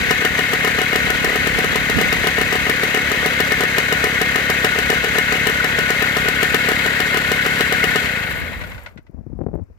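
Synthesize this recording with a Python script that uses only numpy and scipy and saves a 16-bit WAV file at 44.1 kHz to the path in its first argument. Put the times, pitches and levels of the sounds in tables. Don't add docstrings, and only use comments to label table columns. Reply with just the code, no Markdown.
import sys
import numpy as np
from scipy import signal
from scipy.fft import rfft, irfft, next_fast_len
from scipy.io import wavfile
from scipy.ndimage import uniform_filter1d

SR = 44100
rng = np.random.default_rng(int(sys.argv[2]) if len(sys.argv) > 2 else 0)


def amplitude_ratio(level_db):
    exponent = np.asarray(level_db, float) / 20
    return 10 ** exponent


def transcribe(u):
    v = np.clip(np.atleast_2d(u).T, -1, 1)
    q = np.round(v * 32767).astype(np.int16)
    wavfile.write(sys.argv[1], SR, q)


N = 431296

# start_s, bang_peak_db
BURNS_EARLY = [(0.108, -4), (0.2484, -6.5), (0.3895, -8), (0.5322, -7.5), (0.6454, -8), (0.8144, -9.5),
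               (0.9567, -6), (1.101, -8), (1.2435, -6.5), (1.3564, -9), (1.47, -8.5), (1.586, -7.5),
               (1.6424, -9), (1.7563, -6.5), (1.8969, -8.5), (2.0114, -7), (2.1253, -7), (2.2692, -6),
               (2.412, -7.5), (2.525, -8.5), (2.6948, -6.5), (2.8329, -8.5), (2.9439, -8.5), (3.115, -8),
               (3.2587, -6), (3.4017, -6), (3.5185, -7.5), (3.6055, -8), (3.7811, -5.5)]
# start_s, bang_peak_db
BURNS_LATE = [(3.9233, -6.5), (4.0396, -6), (4.2133, -6), (4.3565, -7), (4.4983, -7), (4.6442, -4.5),
              (4.7856, -8.5), (4.8993, -6), (5.0411, -9.5), (5.1826, -6), (5.322, -9), (5.468, -6),
              (5.642, -8.5), (5.7866, -8.5), (5.9023, -7.5), (6.0214, -8), (6.167, -7), (6.2834, -7.5),
              (6.4281, -5.5), (6.5432, -5), (6.6863, -7), (6.86, -9.5), (7.0007, -7.5), (7.1703, -8.5),
              (7.3157, -6.5), (7.4617, -8.5), (7.6059, -6), (7.7223, -7.5), (7.8391, -7), (7.957, -7)]
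# start_s, bang_peak_db
HALF_BURNS = [(0.219, -12), (0.6733, -7.5), (0.786, -8), (0.9282, -9), (1.071, -13.5), (1.2727, -13.5),
              (1.3005, -13), (1.3283, -12.5), (1.729, -17), (1.9848, -8), (2.2406, -9.5), (2.3822, -8.5),
              (2.5532, -8), (2.666, -10.5), (2.972, -9), (3.1426, -14.5), (3.229, -13.5), (3.6342, -8.5),
              (4.068, -10.5), (4.384, -13), (4.757, -13.5), (4.9276, -11.5), (5.07, -16), (5.155, -10.5),
              (5.3512, -10.5), (5.4956, -9), (6.257, -11), (6.7144, -9), (7.1427, -8)]
# pitch_hz, left_db, right_db, t60_s, delay_s
EXHAUST_MODES = [(600, -15.5, -8.5, 0.0091, 0.00025), (1315, 0.5, -5, 0.0088, 0.00017),
                 (163.6, -19, -16, 0.13, 0.00012), (213, -13, -11, 0.031, 0.00025),
                 (433.3, -8.5, -6, 0.048, 0.00013), (741, -17.5, -17, 0.18, 0.00039),
                 (1022, -9.5, -17, 0.053, 0.00036), (1259, -8, -18.5, 0.053, 0.00032),
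                 (1483, -22.5, -20.5, 0.01, 0.0002), (309, -2.5, -3, 0.012, 0.004537),
                 (1800, -1, -26.5, 0.056, 0.0039), (2892, -5, -26.5, 0.079, 0.00193)]
# pitch_hz, left_db, right_db
JET_SPECTRUM = [(800, -34.5, -37), (2500, 8.5, -1.5), (4500, 6, -10.5), (5190, -2, 3.5), (6960, 2.5, -15.5),
                (10400, -4, -15), (12000, -0.5, -13.5), (15000, -0.5, -18)]
# pitch_hz, width_hz, level_db
PIPE_MODES = [(64, 30, 4), (165, 30, -3), (255, 60, -1), (440, 60, -8)]
# pitch_hz, width_hz, left_db, right_db, left_lead_ms
CASING_MODES = [(1474, 59.5, 4, -2, 0.19), (1794, 210, 2.5, -5, .11), (1915, 143, 4.5, -2.5, 0.049),
                (2152, 83, 3.5, 0.5, .05), (2516, 82, -1, -36.5, .07), (2685, 196, -4.5, -46, .2),
                (3066, 98, -7, -14.5, 0.56), (3328, 16, -3, -18.5, 0.38), (3420, 20, -12, -16.5, .2),
                (3890, 287, -11, -20, .25)]
# pitch_hz, left_db_per_hz, right_db_per_hz
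FAN_SPECTRUM = [(60, -26, -24), (150, -18, -16), (330, -15, -14), (480, -8, -8), (830, -17, -17),
                (1500, -6, -12), (2200, -5, -11), (3000, -13, -20), (4500, -18, -22), (5500, -23, -27),
                (7400, -22, -29), (8300, -25, -39), (9800, -29, -37), (15700, -27, -38)]
# pitch_hz, width_hz, lift_db
SHROUD_MODES = [(5470, 500, -3), (6190, 180, 7), (7100, 410, 1.5), (9650, 740, -4), (11740, 920, 5)]
# start_s, peak_db, t60_s
KNOCKS = [(8.53, -32, 0.046), (8.613, -28.5, 0.049), (8.637, -31.5, 0.079), (8.716, -35, 0.051),
          (8.745, -36, .05), (8.778, -39, 0.073), (8.845, -50, 0.035), (8.861, -32, 0.075),
          (8.885, -52, 0.063), (8.974, -41, 0.07), (9.065, -54, 0.064)]
# start_s, peak_db, centre_hz
TICKS = [
    (9.03, -60, 12500),
    (9.111, -62, 12500),
    (9.38, -61, 12000),
    (9.435, -50, 2400),
    (9.551, -49, 12500),
    (9.638, -59, 6540),
    (9.776, -54, 2200),
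]
# start_s, peak_db
SLAPS = [(8.96, -28), (8.986, -30), (9.094, -30), (9.143, -27), (9.184, -29), (9.208, -28), (9.264, -20.5),
         (9.299, -25), (9.328, -19.5), (9.388, -18), (9.405, -20), (9.412, -12), (9.436, -22), (9.463, -10),
         (9.484, -20), (9.513, -29), (9.53, -22), (9.538, -14), (9.553, -14), (9.574, -24), (9.586, -23),
         (9.594, -23), (9.616, -42), (9.699, -38.5)]
# centre_s, level_db, left_minus_right_db, half_length_s
GUSTS = [(0.0, -26, -17, 0.07), (0.588, -46, -28, 0.089), (1.195, -32, -7, .17), (1.652, -31.5, -30, 0.19),
         (2.007, -23, -35, 0.079), (2.167, -41, -3, .06), (2.4, -32, -11, 0.061), (3.14, -50, -19, .1),
         (4.886, -49, 3, 0.23), (5.49, -36, -22, 0.062), (5.78, -30, -12, 0.052), (6.932, -53, -18, .1),
         (8.497, -36.5, 3, 0.19), (8.952, -40.5, 24, .05), (9.168, -35, 31, 0.044),
         (9.32, -31.5, 23, 0.055), (9.457, -25.5, 20, 0.06), (9.54, -26, 33, .03), (9.61, -30, 16, .025)]
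# pitch_hz, left_db, right_db
STREET_SPECTRUM = [(100, -11.5, -4.5), (300, -5, -12.5), (600, -9, -12), (1000, 0.5, -18),
                   (2400, -7.5, -21.5), (3200, -23, -33.5), (5500, -17, -25.5), (9900, -28.5, -35.5),
                   (12900, -24, -35.5), (15500, -21.5, -34.5)]
# pitch_hz, likeness_0_to_1
LIKENESS = [(60, .8), (200, .95), (800, .9), (1300, .6), (2600, .35), (16000, .25)]

IDLE_TURNS_PER_S = 35
SURGE_S = .00006
COAST_TURNS, COAST_S, COAST_POWER = 18.7, 1.298, .38
STALL_S, STALL_DB_PER_S = 8.86, 97
FULL_JET_DB, FULL_JET_SLOPE = -28.5, 1.4
HALF_JET_DB, HALF_JET_SLOPE = -35.5, 2.3
RATTLE_DB, FAN_DB, PUFF_DB = -22, -33, -22
RATTLE_LAW, FAN_LAW, PUFF_LAW, LIFT_LAW = 0.62, 1.6, .55, 0.36
RATTLE_GIVES = 0.11
PUFF_NARROWS = .9
LIFT_FAR_DB, LIFT_NEAR_DB, LIFT_FROM_S, LIFT_TO_S = -1, 2.5, 3.2, 5.2
LEAN_S, LEAN_TAKES_S, LEAN_LEFT_DB = 5.6, .9, 0.5
LEFT_LEAD_S = .0002
BREEZE_DB, LULL_DB, LULL_S = -37, -47.5, 8.8
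SLAP_MS, SHARP_SLAP_MS, SHARPENS_S = 0.67, 0.45, 9.36
STREET_DB = -67
TOP_CUT_HZ = 16050


def rms_one(x):
    return x / np.sqrt(np.mean(x ** 2) + 1e-20)


def butter(x, order, hz, kind="low"):
    return signal.sosfilt(signal.butter(order, hz, kind, fs=SR, output="sos"), x)


def at_hz(points, hz):
    point_hz, *columns = np.transpose(points)
    return np.array([np.interp(np.log(hz), np.log(point_hz), c) for c in columns])


def later(x, delay_s):
    return np.roll(x, round(delay_s * SR))


def ramp(start_s, length_s):
    return np.clip((np.arange(N) / SR - start_s) / length_s, 0, 1)


def drift(rate_hz):
    r = np.exp(-2 * np.pi * rate_hz / SR)
    slow = signal.lfilter([1], [1, -2 * r, r * r], rng.standard_normal(N + SR))
    return rms_one(slow[SR:])


def clicks(start_s, heights):
    out = np.full(N, 1e-18)
    at = np.round(np.asarray(start_s) * SR).astype(int)
    np.add.at(out, np.clip(at, 0, N - 1), heights)
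    return out


def resonance(x, hz, width_hz):
    r = np.exp(-np.pi * width_hz / SR)
    poles = [1, -2 * r * np.cos(2 * np.pi * hz / SR), r * r]
    return signal.lfilter(np.array([1, 0, -1]) * (1 - r * r) / 2, poles, x)


def swell(x, rise_s, t60_s):
    a, r = np.exp(-1 / (rise_s * SR)), amplitude_ratio(-60 / (t60_s * SR))
    return signal.lfilter([1], [1, -r], signal.lfilter([1 - a], [1, -a], x))


def stereo_noise(spectrum, peaks=()):
    size = next_fast_len(N)
    hz = np.maximum(np.arange(size // 2 + 1) * SR / size, 1)
    left, own = rfft(rng.standard_normal((2, size)))
    alike = at_hz(LIKENESS, hz)[0]
    shared = left * np.exp(-2j * np.pi * hz * LEFT_LEAD_S)
    right = alike * shared + np.sqrt(1 - alike ** 2) * own
    lift_db = sum(db / (1 + (2 * (hz - top_hz) / width_hz) ** 2) for top_hz, width_hz, db in peaks)
    gain = amplitude_ratio(at_hz(spectrum, hz) + lift_db)
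    return rms_one(irfft(gain * np.array([left, right]), size)[:, :N])


def firings():
    rows = [(s, db, FULL_JET_DB + FULL_JET_SLOPE * (db + 7)) for s, db in BURNS_EARLY + BURNS_LATE]
    rows += [(s, db, HALF_JET_DB + HALF_JET_SLOPE * (db + 8.5)) for s, db in HALF_BURNS]
    return np.transpose(sorted(rows))


def crank():
    start_s, bang_db, _ = firings()
    port_s = list(start_s[0] - np.arange(5, 0, -1) / IDLE_TURNS_PER_S)
    charge_db = [-99] * 5
    for start, gap_s, db in zip(start_s, np.diff(start_s), bang_db):
        count = max(round(gap_s * IDLE_TURNS_PER_S), 1)
        k = np.arange(count)
        port_s += list(start + gap_s * k / count - SURGE_S * count * k * (count - k))
        charge_db += [db] + [-99] * (count - 1)
    coasting = np.arange(int(COAST_TURNS) + 1)
    port_s += list(start_s[-1] + COAST_S * (1 - (1 - coasting / COAST_TURNS) ** COAST_POWER))
    charge_db += [bang_db[-1]] + [-99] * (len(coasting) - 1)
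    turns = np.interp(np.arange(N) / SR, port_s, np.arange(len(port_s)))
    return turns, np.array(charge_db)


def levels():
    left = 1 - ramp(BURNS_LATE[-1][0], COAST_S)
    speed_db = 20 * (1 / COAST_POWER - 1) * np.log10(left + 1e-3)
    stall_db = -STALL_DB_PER_S * ramp(STALL_S, 1)
    rattle_db = RATTLE_DB + RATTLE_LAW * speed_db - RATTLE_GIVES * speed_db ** 2 + stall_db
    fan_db = FAN_DB + FAN_LAW * speed_db + stall_db
    view = ramp(LIFT_FROM_S, LIFT_TO_S - LIFT_FROM_S)
    lift_db = LIFT_FAR_DB + (LIFT_NEAR_DB - LIFT_FAR_DB) * view + LIFT_LAW * speed_db
    return rattle_db, fan_db, lift_db, PUFF_DB + PUFF_LAW * speed_db


def bangs():
    start_s, bang_db, _ = firings()
    out = np.zeros((2, N))
    chance = rng.standard_normal((len(start_s), len(EXHAUST_MODES)))
    for (hz, left_db, right_db, t60_s, delay_s), own in zip(EXHAUST_MODES, chance.T):
        r, w = amplitude_ratio(-60 / (t60_s * SR)), 2 * np.pi * hz / SR
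        spread_db = min(1.0 + hz / 1200, 2.2)
        front = clicks(start_s + delay_s, amplitude_ratio(bang_db + spread_db * own))
        rung = signal.lfilter([1, -r * np.cos(w)], [1, -2 * r * np.cos(w), r * r], front)
        out += rung * amplitude_ratio([[left_db], [right_db]])
    out[1] = later(out[1], LEFT_LEAD_S)
    return butter(out, 2, 2600)


def jet():
    start_s, _, jet_db = firings()
    ms = np.arange(-200, 201) / SR * 1000
    first = swell(clicks(start_s + .0003, amplitude_ratio(jet_db + 7.5)), 0.0018, 0.039)
    peak_clicks = clicks(start_s + 0.0031, amplitude_ratio(jet_db + 11.5))
    peak = signal.oaconvolve(peak_clicks, np.exp(-(ms / 1.14) ** 2), "same")
    tail = swell(clicks(start_s + 0.0013, amplitude_ratio(jet_db - 8)), 0.0027, 0.35)
    return (first + peak + tail) * stereo_noise(JET_SPECTRUM)


def puffs(turns, charge_db, puff_db):
    angle = (turns + .5) % 1 - .5
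    turn = np.round(turns).astype(int)
    chance = amplitude_ratio(1.1 * rng.standard_normal(400)[:len(charge_db)])
    unburnt = np.clip(1 - amplitude_ratio(charge_db + 13), 0, 1) * chance
    stretch = amplitude_ratio(PUFF_NARROWS * (puff_db - PUFF_DB))

    def bump(centre, width):
        return np.exp(-((angle - centre) / width / stretch) ** 2)

    flow = unburnt[turn] * (.75 * bump(.08, .036) - bump(.163, .03) - .25 * bump(.43, .04))
    column = sum(amplitude_ratio(db) * resonance(flow, hz, width_hz) for hz, width_hz, db in PIPE_MODES)
    out = butter(amplitude_ratio(puff_db) * (flow + column), 2, 40, "high")
    return np.array([amplitude_ratio(-1.2) * out, amplitude_ratio(1.2) * later(out, LEFT_LEAD_S)])


def rattle(turns, rattle_db, lift_db):
    beat_db = 1.5 * np.cos(2 * np.pi * (turns - .76)) + 0.75 * np.cos(4 * np.pi * (turns - .74))
    sizes = amplitude_ratio(1.82 * np.minimum(rng.exponential(1, (2, N)), 5)) * rng.choice([-1, 1], (2, N))
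    grains = sizes * (rng.random((2, N)) < 6000 / SR)
    teeth = np.interp(turns % 1, np.linspace(0, 1, 600), rng.standard_normal(600))
    strikes = amplitude_ratio(beat_db) * (rms_one(grains) + 0.16 * teeth * [[1], [0]])
    out = np.zeros((2, N))
    for k, (hz, width_hz, left_db, right_db, lead_ms) in enumerate(CASING_MODES):
        gain = amplitude_ratio(1.36 * drift(59) + lift_db * (k == 0))
        near, far = resonance(strikes * gain, hz, width_hz)
        alike = .85 if hz < 2600 else .45
        right = alike * later(near, lead_ms / 1000) + np.sqrt(1 - alike ** 2) * far
        out += (-1) ** k * np.array([near * amplitude_ratio(left_db), right * amplitude_ratio(right_db)])
    return amplitude_ratio(rattle_db + 2.5) * rms_one(butter(out, 3, [1250, 4600], "band"))


def fan(turns, fan_db):
    slowness = 1 - np.clip(np.gradient(turns) * SR / IDLE_TURNS_PER_S, 0, 1)
    breath_db = 1.0 * np.cos(2 * np.pi * (turns - .65)) + 1.0 * drift(41)
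    air = stereo_noise(FAN_SPECTRUM, SHROUD_MODES)
    # pitch_hz, width_hz, share
    openings = ((4370, 250, 0.22), (6230, 370, -0.54), (8700, 420, 0.22), (7250, 500, 0.2),
                (12400, 820, 0.26))
    opened = sum(share * resonance(air, hz, width_hz) for hz, width_hz, share in openings)
    air = air + ramp(LEAN_S, LEAN_TAKES_S) * opened
    dull = butter(air, 1, [500, 1200], "band")
    bright = butter(air, 2, 8500, "high")
    scrape = slowness * (amplitude_ratio(8.0) * dull + amplitude_ratio(6.0 * drift(90)) * bright)
    return amplitude_ratio(fan_db + 10 + breath_db) * (air + scrape)


def knocks():
    blows = sum(swell(clicks([s], amplitude_ratio(db + 4.5)), 0.0008, t60_s) for s, db, t60_s in KNOCKS)
    body = butter(blows * rng.standard_normal((2, N)), 2, [500, 4500], "band")
    # pitch_hz, level_db
    modes = ((620, 14.5), (1470, 15), (2000, 17), (2530, 1), (940, 10), (3960, -9), (5770, -6))
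    rings = sum(amplitude_ratio(db) * resonance(body, hz, 106) for hz, db in modes)
    return (amplitude_ratio(-11) * body + rings) * amplitude_ratio([[2], [-2]])


def ticks():
    grit = rng.standard_normal(N)
    out = np.zeros(N)
    for start_s, db, hz in TICKS:
        burst = swell(clicks([start_s], amplitude_ratio(db + 2.5)), 0.00016, .012) * grit
        out += resonance(burst, hz, 0.37 * hz)
    return out * amplitude_ratio([[3], [-8]])


def slaps():
    out, ms = np.zeros(N), np.arange(-200, 200) / SR * 1000
    for (start_s, db), chance in zip(SLAPS, rng.random((len(SLAPS), 3))):
        width_ms, cusp = (SLAP_MS, .22) if start_s < SHARPENS_S else (SHARP_SLAP_MS, .34)
        delays_s = np.array([.002, 0.00456 + 0.00217 * chance[0], 0.0084 + .003 * chance[1]])
        volley = clicks(start_s + delays_s, [1, -.6, .3])
        spike = np.exp(-.5 * (ms / width_ms) ** 2) + cusp * np.exp(-np.abs(ms) / (0.76 * width_ms))
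        at = round(start_s * SR)
        piece = np.convolve(volley[at - 200:at + 1200], spike, "same")
        out[at - 200:at + 1200] += amplitude_ratio(db + 5) * np.sign(chance[2] - .4) * piece
    return butter(butter(out, 2, 110, "high"), 4, 2000) * amplitude_ratio([[0], [-30]])


def wind():
    out, after_stop = [], ramp(LULL_S, .1)
    coarse = np.arange(0, N, 64)
    breeze = amplitude_ratio(BREEZE_DB + (LULL_DB - BREEZE_DB) * after_stop)
    for side in (1, -1):
        eddies = rng.standard_normal(N)
        low = butter(eddies, 2, [45, 100], "band")
        upper = butter(eddies, 2, [100, 260], "band")
        rustle = butter(eddies, 2, [300, 900], "band")
        gusts = sum(amplitude_ratio(db + min(side * lean_db, 3)) * np.exp(-((coarse / SR - s) / half_s) ** 2)
                    for s, db, lean_db, half_s in GUSTS)
        gain_db = 20 * np.log10(np.interp(np.arange(N), coarse, gusts) + breeze)
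        lumps = low + upper * np.maximum(0.17 * after_stop, amplitude_ratio(0.54 * (gain_db + 16.5)))
        lumps = lumps + 0.16 * after_stop * amplitude_ratio(4.3 * drift(60)) * rustle
        even = lumps / np.sqrt(uniform_filter1d(lumps ** 2, size=2500) + 1e-12)
        out.append(amplitude_ratio(gain_db + 3.7 * drift(20)) * even)
    return butter(np.array(out), 2, 260)


def street():
    return amplitude_ratio(STREET_DB) * stereo_noise(STREET_SPECTRUM)


def scene():
    rattle_db, fan_db, lift_db, puff_db = levels()
    turns, charge_db = crank()
    exhaust = bangs() + puffs(turns, charge_db, puff_db)
    top = jet() + rattle(turns, rattle_db, lift_db) + fan(turns, fan_db)
    lean_db = LEAN_LEFT_DB * ramp(LEAN_S, LEAN_TAKES_S) * [[.5], [-.5]]
    return exhaust + top * amplitude_ratio(lean_db) + knocks() + ticks() + slaps() + wind() + street()


def band_limit(x):
    return signal.sosfilt(signal.butter(12, 17060, fs=SR, output="sos"), x)


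def record(dry):
    rounded = .97 * np.tanh(butter(dry, 3, 42, "high") / .97)
    top_cut = signal.cheby2(22, 80, TOP_CUT_HZ, fs=SR, output="sos")
    return band_limit(signal.sosfilt(top_cut, rounded))


dry = scene()
out = record(dry)
transcribe(out)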